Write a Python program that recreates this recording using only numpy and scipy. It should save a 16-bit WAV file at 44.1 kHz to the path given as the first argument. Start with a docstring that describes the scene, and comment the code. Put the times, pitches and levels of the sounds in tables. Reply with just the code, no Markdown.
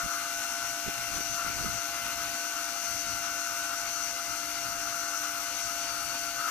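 """The whine of two small cooling fans on a workbench, close to a hand-held phone's stereo microphone.
One fan holds a steady blade tone, a faster one hunts in speed. Behind them are wavering motor tones
and the rush, howl and hiss of air through the housings. Now and then the draught buffets and thumps
the microphone ports. The whole sound is doubled 17 ms apart, which hollows it."""
import sys
import numpy as np
from scipy import signal
from scipy.fft import rfft, irfft
from scipy.io import wavfile

SR = 44100
rng = np.random.default_rng(int(sys.argv[2]) if len(sys.argv) > 2 else 0)


def file_out(sig):
    """Save sig as 16-bit WAV at sys.argv[1]."""
    # one column per channel
    cols = np.atleast_2d(sig).T
    # limit, then scale
    lim = np.clip(cols, -1, 1)
    pcm = np.round(lim * 32767).astype(np.int16)
    wavfile.write(sys.argv[1], SR, pcm)


N = 286650
TIME = np.arange(N) / SR
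FREQ = np.arange(N // 2 + 1) * SR / N + 1e-3
PORT_LAG_S = 7e-5  # the left microphone port is nearer to the fans


def undb(db):
    """Decibels to gain."""
    return 10 ** (np.asarray(db) / 20)


def unit_rms(x):
    """Scale to rms 1."""
    return x / np.sqrt(np.mean(x ** 2))


def curve(table):
    """Timed values joined by straight lines."""
    return np.interp(TIME, *np.transpose(table))


def wander(rate_hz):
    """Smooth random motion with spread 1, mostly slower than rate_hz."""
    return unit_rms(irfft(rfft(rng.standard_normal(N)) * np.exp(-(FREQ / rate_hz) ** 2), N))


def port_noise():
    """Spectra of white noise at both ports: alike in the middle range, unrelated in bass and treble."""
    common, left, right = rfft(rng.standard_normal((3, N)))
    share = 0.88 / (1 + (FREQ / 3400) ** 3) / (1 + (330 / FREQ) ** 3)
    lag = np.exp(-2j * np.pi * FREQ * PORT_LAG_S)
    alike = np.sqrt(share) * np.array([common, common * lag])
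    return alike + np.sqrt(1 - share) * np.array([left, right])


def port_tone(pitch_hz, cycles, left_db, right_db, swell_db, flutter_db):
    """One tone that reaches the left port first; turbulence makes its level flutter."""
    phase = 2 * np.pi * (cycles + rng.random())
    left = undb(left_db) * np.sin(phase)
    right = undb(right_db) * np.sin(phase - 2 * np.pi * pitch_hz * PORT_LAG_S)
    return np.sqrt(2) * np.array([left, right]) * undb(swell_db + flutter_db * wander(35))


def band_flicker(sound, bands=9, centres_hz=(1600, 14000), flicker_db=0.9):
    """The sound flickers slightly, band by band in the upper range."""
    position = np.interp(np.log(FREQ), np.log(centres_hz), [0, bands - 1])
    spectrum = rfft(sound)
    out = 0
    for k in range(bands):
        band = irfft(spectrum * np.clip(1 - abs(position - k), 0, 1), N)
        out += band * undb(flicker_db * wander(9))
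    return out


# Base spectrum of the air at the microphone: frequency_hz, left_db_per_hz, right_db_per_hz
AIR_SPECTRUM = [(30, -89, -90), (120, -92, -85.5), (207, -89, -94), (249, -75.5, -73.5), (392, -86.5, -86),
                (527, -84, -91), (813, -76.5, -77.5), (1120, -77.5, -79.5), (1780, -82.5, -76),
                (2280, -71.5, -79), (3000, -77, -77), (3030, -70.5, -80.5), (3160, -76, -95),
                (3780, -77.5, -78), (4140, -76, -84), (4930, -74, -84), (5260, -88, -91.5),
                (6700, -75.5, -90), (9050, -78.5, -92), (13500, -77, -99), (15300, -90, -102)]
# Slow swell of its middle range: time_s, gain_db
RUSH_SWELL = [(0.0, -1.8), (1.1, -0.7), (1.5, 0.4), (3.1, -0.9), (3.65, -0.9), (4.55, -2.5), (5.8, -1.6),
              (6.5, -0.5)]


def air_rush(body_db=-1.25, flicker_db=1.45):
    """Turbulent air behind the tones; the middle range swells and flickers, the treble is smoother."""
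    hz, *ports_db = np.transpose(AIR_SPECTRUM)
    density = undb([np.interp(np.log(FREQ), np.log(hz), db) for db in ports_db])
    air = port_noise() * density * np.sqrt(SR / 2)
    lowpass = 1 / (1 + (FREQ / 4500) ** 3)
    body = irfft(air * lowpass, N) * undb(body_db + curve(RUSH_SWELL) + flicker_db * wander(36))
    treble = irfft(air * (1 - lowpass), N) * undb(0.3 * wander(14))
    return band_flicker(body + treble)


# Puffs of draught right on the microphone: centre_s, length_s, left_db, right_db
DRAUGHT_PUFFS = [(0.053, 0.041, -53, -44), (0.887, 0.023, -61, -38), (1.003, 0.094, -69, -50),
                 (1.152, 0.1, -65, -41.5), (1.323, 0.046, -57, -43.5), (1.49, 0.072, -62, -41.5),
                 (1.6, 0.077, -56, -42), (1.66, 0.054, -50, -37.5), (1.74, 0.06, -44, -46),
                 (1.778, 0.027, -52, -44), (2.066, 0.026, -66, -42), (2.188, .1, -54, -51),
                 (2.938, 0.063, -64, -45), (3.12, 0.14, -50, -52), (4.305, 0.038, -60, -45),
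                 (4.747, 0.22, -67, -48), (5.662, 0.03, -69, -46), (6.04, 0.27, -62, -52)]


def buffeting(calm_db=(-64, -58), gust_db=3.0, soft_hz=150, hard_hz=340, hard_db=-36.0):
    """Eddies strike each port separately; the harder the puff, the higher its rumble reaches."""
    ports = []
    for side in range(2):
        power = undb(calm_db[side] + gust_db * wander(10)) ** 2
        for centre_s, length_s, *levels_db in DRAUGHT_PUFFS:
            width_s = length_s / 2 * (1 + 0.075 * np.sign(TIME - centre_s))  # slower fall than rise
            power += undb(levels_db[side]) ** 2 * np.exp(-((TIME - centre_s) / width_s) ** 2)
        eddies = rfft(rng.standard_normal(N)) * FREQ / np.hypot(FREQ, 10)
        soft, hard = (unit_rms(irfft(eddies / np.sqrt(1 + (FREQ / hz) ** 6), N))
                      for hz in (soft_hz, hard_hz))
        force = np.clip(np.sqrt(power) / undb(hard_db), 0, 1)
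        ports.append(np.sqrt(power) * (soft + force * (hard - soft)))
    return np.array(ports)


# Single hard eddies on the right microphone port: centre_s, pitch_hz, peak_db
HARD_EDDIES = [(.061, 190, -33), (.8815, 180, -29.5), (.8865, 320, -24.5), (.992, 150, -37),
               (1.181, 190, -32), (1.2075, 260, -26.5), (1.465, 280, -32), (1.502, 230, -32),
               (1.611, 90, -30), (1.647, 340, -25.5), (1.662, 150, -25.5), (1.684, 170, -30.5),
               (1.699, 90, -31.5)]


def thumps():
    """Each hard eddy is one dull push of pressure, with a suck before and after it."""
    right = np.zeros(N)
    for centre_s, pitch_hz, peak_db in HARD_EDDIES:
        phase = np.pi * pitch_hz * (TIME - centre_s)
        right += undb(peak_db) * (1 - 2 * phase ** 2) * np.exp(-phase ** 2)
    return np.array([np.zeros(N), right])


def housing_resonance(pitch_hz, width_hz, left_db, right_db, swell_db, flicker_db):
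    """Air blows a steep-sided resonance of a fan housing in uneven surges."""
    detuning = (FREQ / pitch_hz - pitch_hz / FREQ) * pitch_hz / (1.73 * width_hz)
    ring = unit_rms(irfft(port_noise() / (1 + 1j * detuning) ** 2, N))
    return ring * undb([[left_db], [right_db]]) * undb(swell_db + flicker_db * wander(20))


# Low housing resonance, left of the microphone: pitch_hz, width_hz, left_db, right_db
HOWL_RESONANCE = (1350, 185, -40.5, -49.5)
# Its slow swell: time_s, gain_db
HOWL_SWELL = [(0.0, 2), (0.07, 4.8), (0.17, 3.6), (0.3, -0.3), (0.95, 0.3), (1.25, -3.8), (1.38, 0.9),
              (1.8, -0.6), (2.9, -1.3), (3.7, 1.1), (3.95, -0.8), (4.6, -1.8), (4.87, 2), (5.05, -0.5),
              (5.35, 2.6), (5.6, -0.2), (6.3, -1.3), (6.4, 2.2), (6.5, 2.4)]


def housing_howl(surge_db):
    """Air howls in the low resonance, with quick surges on top of its slow swell."""
    return housing_resonance(*HOWL_RESONANCE, curve(HOWL_SWELL) + surge_db, flicker_db=2.16)


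# High housing resonance, hard left: pitch_hz, width_hz, left_db, right_db
HISS_RESONANCE = (6011, 755, -36, -64)
# Its slow swell: time_s, gain_db
HISS_SWELL = [(0.0, -0.3), (0.5, 0.0), (1.05, -2.5), (1.15, 2.0), (1.35, 1.6), (1.48, -1.4), (1.7, 1.5),
              (2.0, -1.5), (2.6, 0.4), (3.2, 1.1), (3.8, -0.9), (4.04, 1.8), (4.25, -1.0), (4.95, 0.3),
              (5.15, 2.5), (5.4, -1.4), (5.63, 1.5), (6.15, -1.7), (6.5, -0.8)]


def housing_hiss(surge_db):
    """Air hisses in the high resonance, more evenly than it howls."""
    return housing_resonance(*HISS_RESONANCE, curve(HISS_SWELL) + surge_db, flicker_db=1.05)


# Faint motor tones from the bench: pitch_hz, left_db, right_db
MOTOR_TONES = [(530, -64.7, -64.7), (817, -61.5, -63.5), (917, -66, -72), (2193, -58.5, -68),
               (2879, -60, -65), (3567, -65, -70), (4256, -55.5, -65), (4944, -57.5, -73), (5631, -50, -72)]


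def motors(speed_spread=0.000628, jitter_hz=1.94, sway_db=1.6):
    """Motor tones waver together with the speed, each trembling a little on its own."""
    speed = 1 + speed_spread * wander(1.4)
    out = 0
    for pitch_hz, *levels_db in MOTOR_TONES:
        cycles = np.cumsum(pitch_hz * speed + jitter_hz * wander(28.2)) / SR
        out += port_tone(pitch_hz, cycles, *levels_db, sway_db * wander(9.1), flutter_db=2.5)
    return out


# Hum, blade tone and two whistles of the fast fan, close up: shaft_multiple, left_db, right_db
FAST_FAN_TONES = [(1, -57, -61), (5, -47.9, -45.4), (15, -49.8, -59.5), (20, -48.7, -77)]
# Its speed: time_s, shaft_hz
SHAFT_SPEED = [(0.0, 301.7), (0.3, 299.8), (1.0, 300.7), (1.27, 302.2), (1.52, 300.9), (1.75, 301.4),
               (2.48, 301.0), (2.85, 301.9), (3.15, 301.4), (3.47, 299.5), (3.92, 301.6), (4.5, 302.4),
               (4.88, 301.1), (5.08, 301.4), (5.3, 300.2), (5.58, 301.3), (5.92, 301.8), (6.5, 300.6)]
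# Swells of its blade tone, thin whistle and top whistle: time_s, gain_db
BLADE_SWELL = [(0.0, 1), (0.55, 2.3), (1.0, -.5), (1.6, .5), (2.1, -.3), (2.5, 2), (2.9, -1.3), (3.65, 2.7),
               (4.15, -3), (4.7, -1.5), (5.22, 2.3), (5.45, -1.2), (6.5, 0)]
WHISTLE_SWELL = [(0.0, -3), (0.4, -3), (0.6, -10), (1.05, -6), (1.25, 1.5), (1.78, 4.5), (1.92, -10),
                 (2.1, -9), (2.25, 5), (2.7, 1.5), (3.05, 5.5), (3.35, -5), (3.9, 3.3), (4.2, 0.5),
                 (4.45, 3), (5.1, 1.5), (5.27, -2.5), (5.53, 5.5), (5.7, 2), (5.88, 7), (6.3, 9),
                 (6.5, 5.5)]
TOP_WHISTLE_SWELL = [(0.0, -2), (0.85, -7), (1.05, -3), (1.2, 7), (1.35, 7.5), (1.48, -2), (1.62, 6),
                     (1.76, 7.5), (1.92, -4), (2.55, 3.5), (3.2, 4.5), (3.75, -4), (4.03, 8), (4.5, -3),
                     (5.15, 5.5), (5.42, -2), (5.63, 5), (6.0, 2.5), (6.5, -5)]


def fast_fan(jitter_hz=0.18, hum_sway_db=1.6):
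    """The smaller, five-bladed fan hunts in speed; its tones glide together and swell separately."""
    shaft_hz = curve(SHAFT_SPEED) + jitter_hz * wander(19)
    turns = np.cumsum(shaft_hz) / SR
    hum_db = hum_sway_db * wander(5)
    swells_db = [hum_db, curve(BLADE_SWELL), curve(WHISTLE_SWELL), curve(TOP_WHISTLE_SWELL)]
    out = 0
    for (k, *levels_db), swell_db in zip(FAST_FAN_TONES, swells_db):
        out += port_tone(k * shaft_hz, k * turns, *levels_db, swell_db, flutter_db=1.4)
    return out


# Whine of the steady fan, close up: harmonic, left_db, right_db
BLADE_HARMONICS = [(1, -49, -48), (2, -46.7, -57.7), (3, -57.3, -57.3), (4, -49.6, -53.6), (5, -64.5, -72),
                   (6, -56.5, -71.5), (7, -68, -78), (8, -56.5, -74), (9, -57.5, -78)]


def steady_fan(howl_surge_db, blade_hz=687.6, drift_hz=0.209, sway_db=2.4):
    """Blades pass at a steady rate; harmonic 2 swells with the howl, harmonic 4 with the rush."""
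    cycles = np.cumsum(blade_hz + drift_hz * wander(2.67)) / SR
    swells_db = {1: 0.65 * wander(3), 2: curve(HOWL_SWELL) + howl_surge_db, 4: 1.2 * curve(RUSH_SWELL)}
    out = 0
    for k, *levels_db in BLADE_HARMONICS:
        swell_db = swells_db.get(k, sway_db * wander(4))
        flutter_db = {1: 0.7, 4: 2.1}.get(k, 3.5)  # harmonics 1 and 4 flutter least
        out += port_tone(k * blade_hz, k * cycles, *levels_db, swell_db, flutter_db)
    return out


def scene():
    """Fan tones, moving air and draught as they reach the two ports beside the fans."""
    howl_surge_db = 0.75 * wander(9)
    hiss_surge_db = 0.375 * wander(9)
    whine = steady_fan(howl_surge_db) + fast_fan() + motors()
    air = air_rush() + housing_howl(howl_surge_db) + housing_hiss(hiss_surge_db)
    return whine + air + buffeting() + thumps()


def record(dry, lead_samples=768, bass_gain=0.48, treble_gain=0.29, top_hz=15450):
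    """A faint copy 17 ms ahead, weaker in the treble, combs the sound; then the top is cut."""
    copy_gain = treble_gain + (bass_gain - treble_gain) / (1 + (FREQ / 2000) ** 2)
    comb = 1 + copy_gain * np.exp(2j * np.pi * FREQ * lead_samples / SR)
    hollow = irfft(rfft(dry) * comb, N)
    return signal.sosfilt(signal.ellip(10, 0.2, 70, top_hz, fs=SR, output="sos"), hollow)


dry = scene()
out = record(dry)
file_out(out)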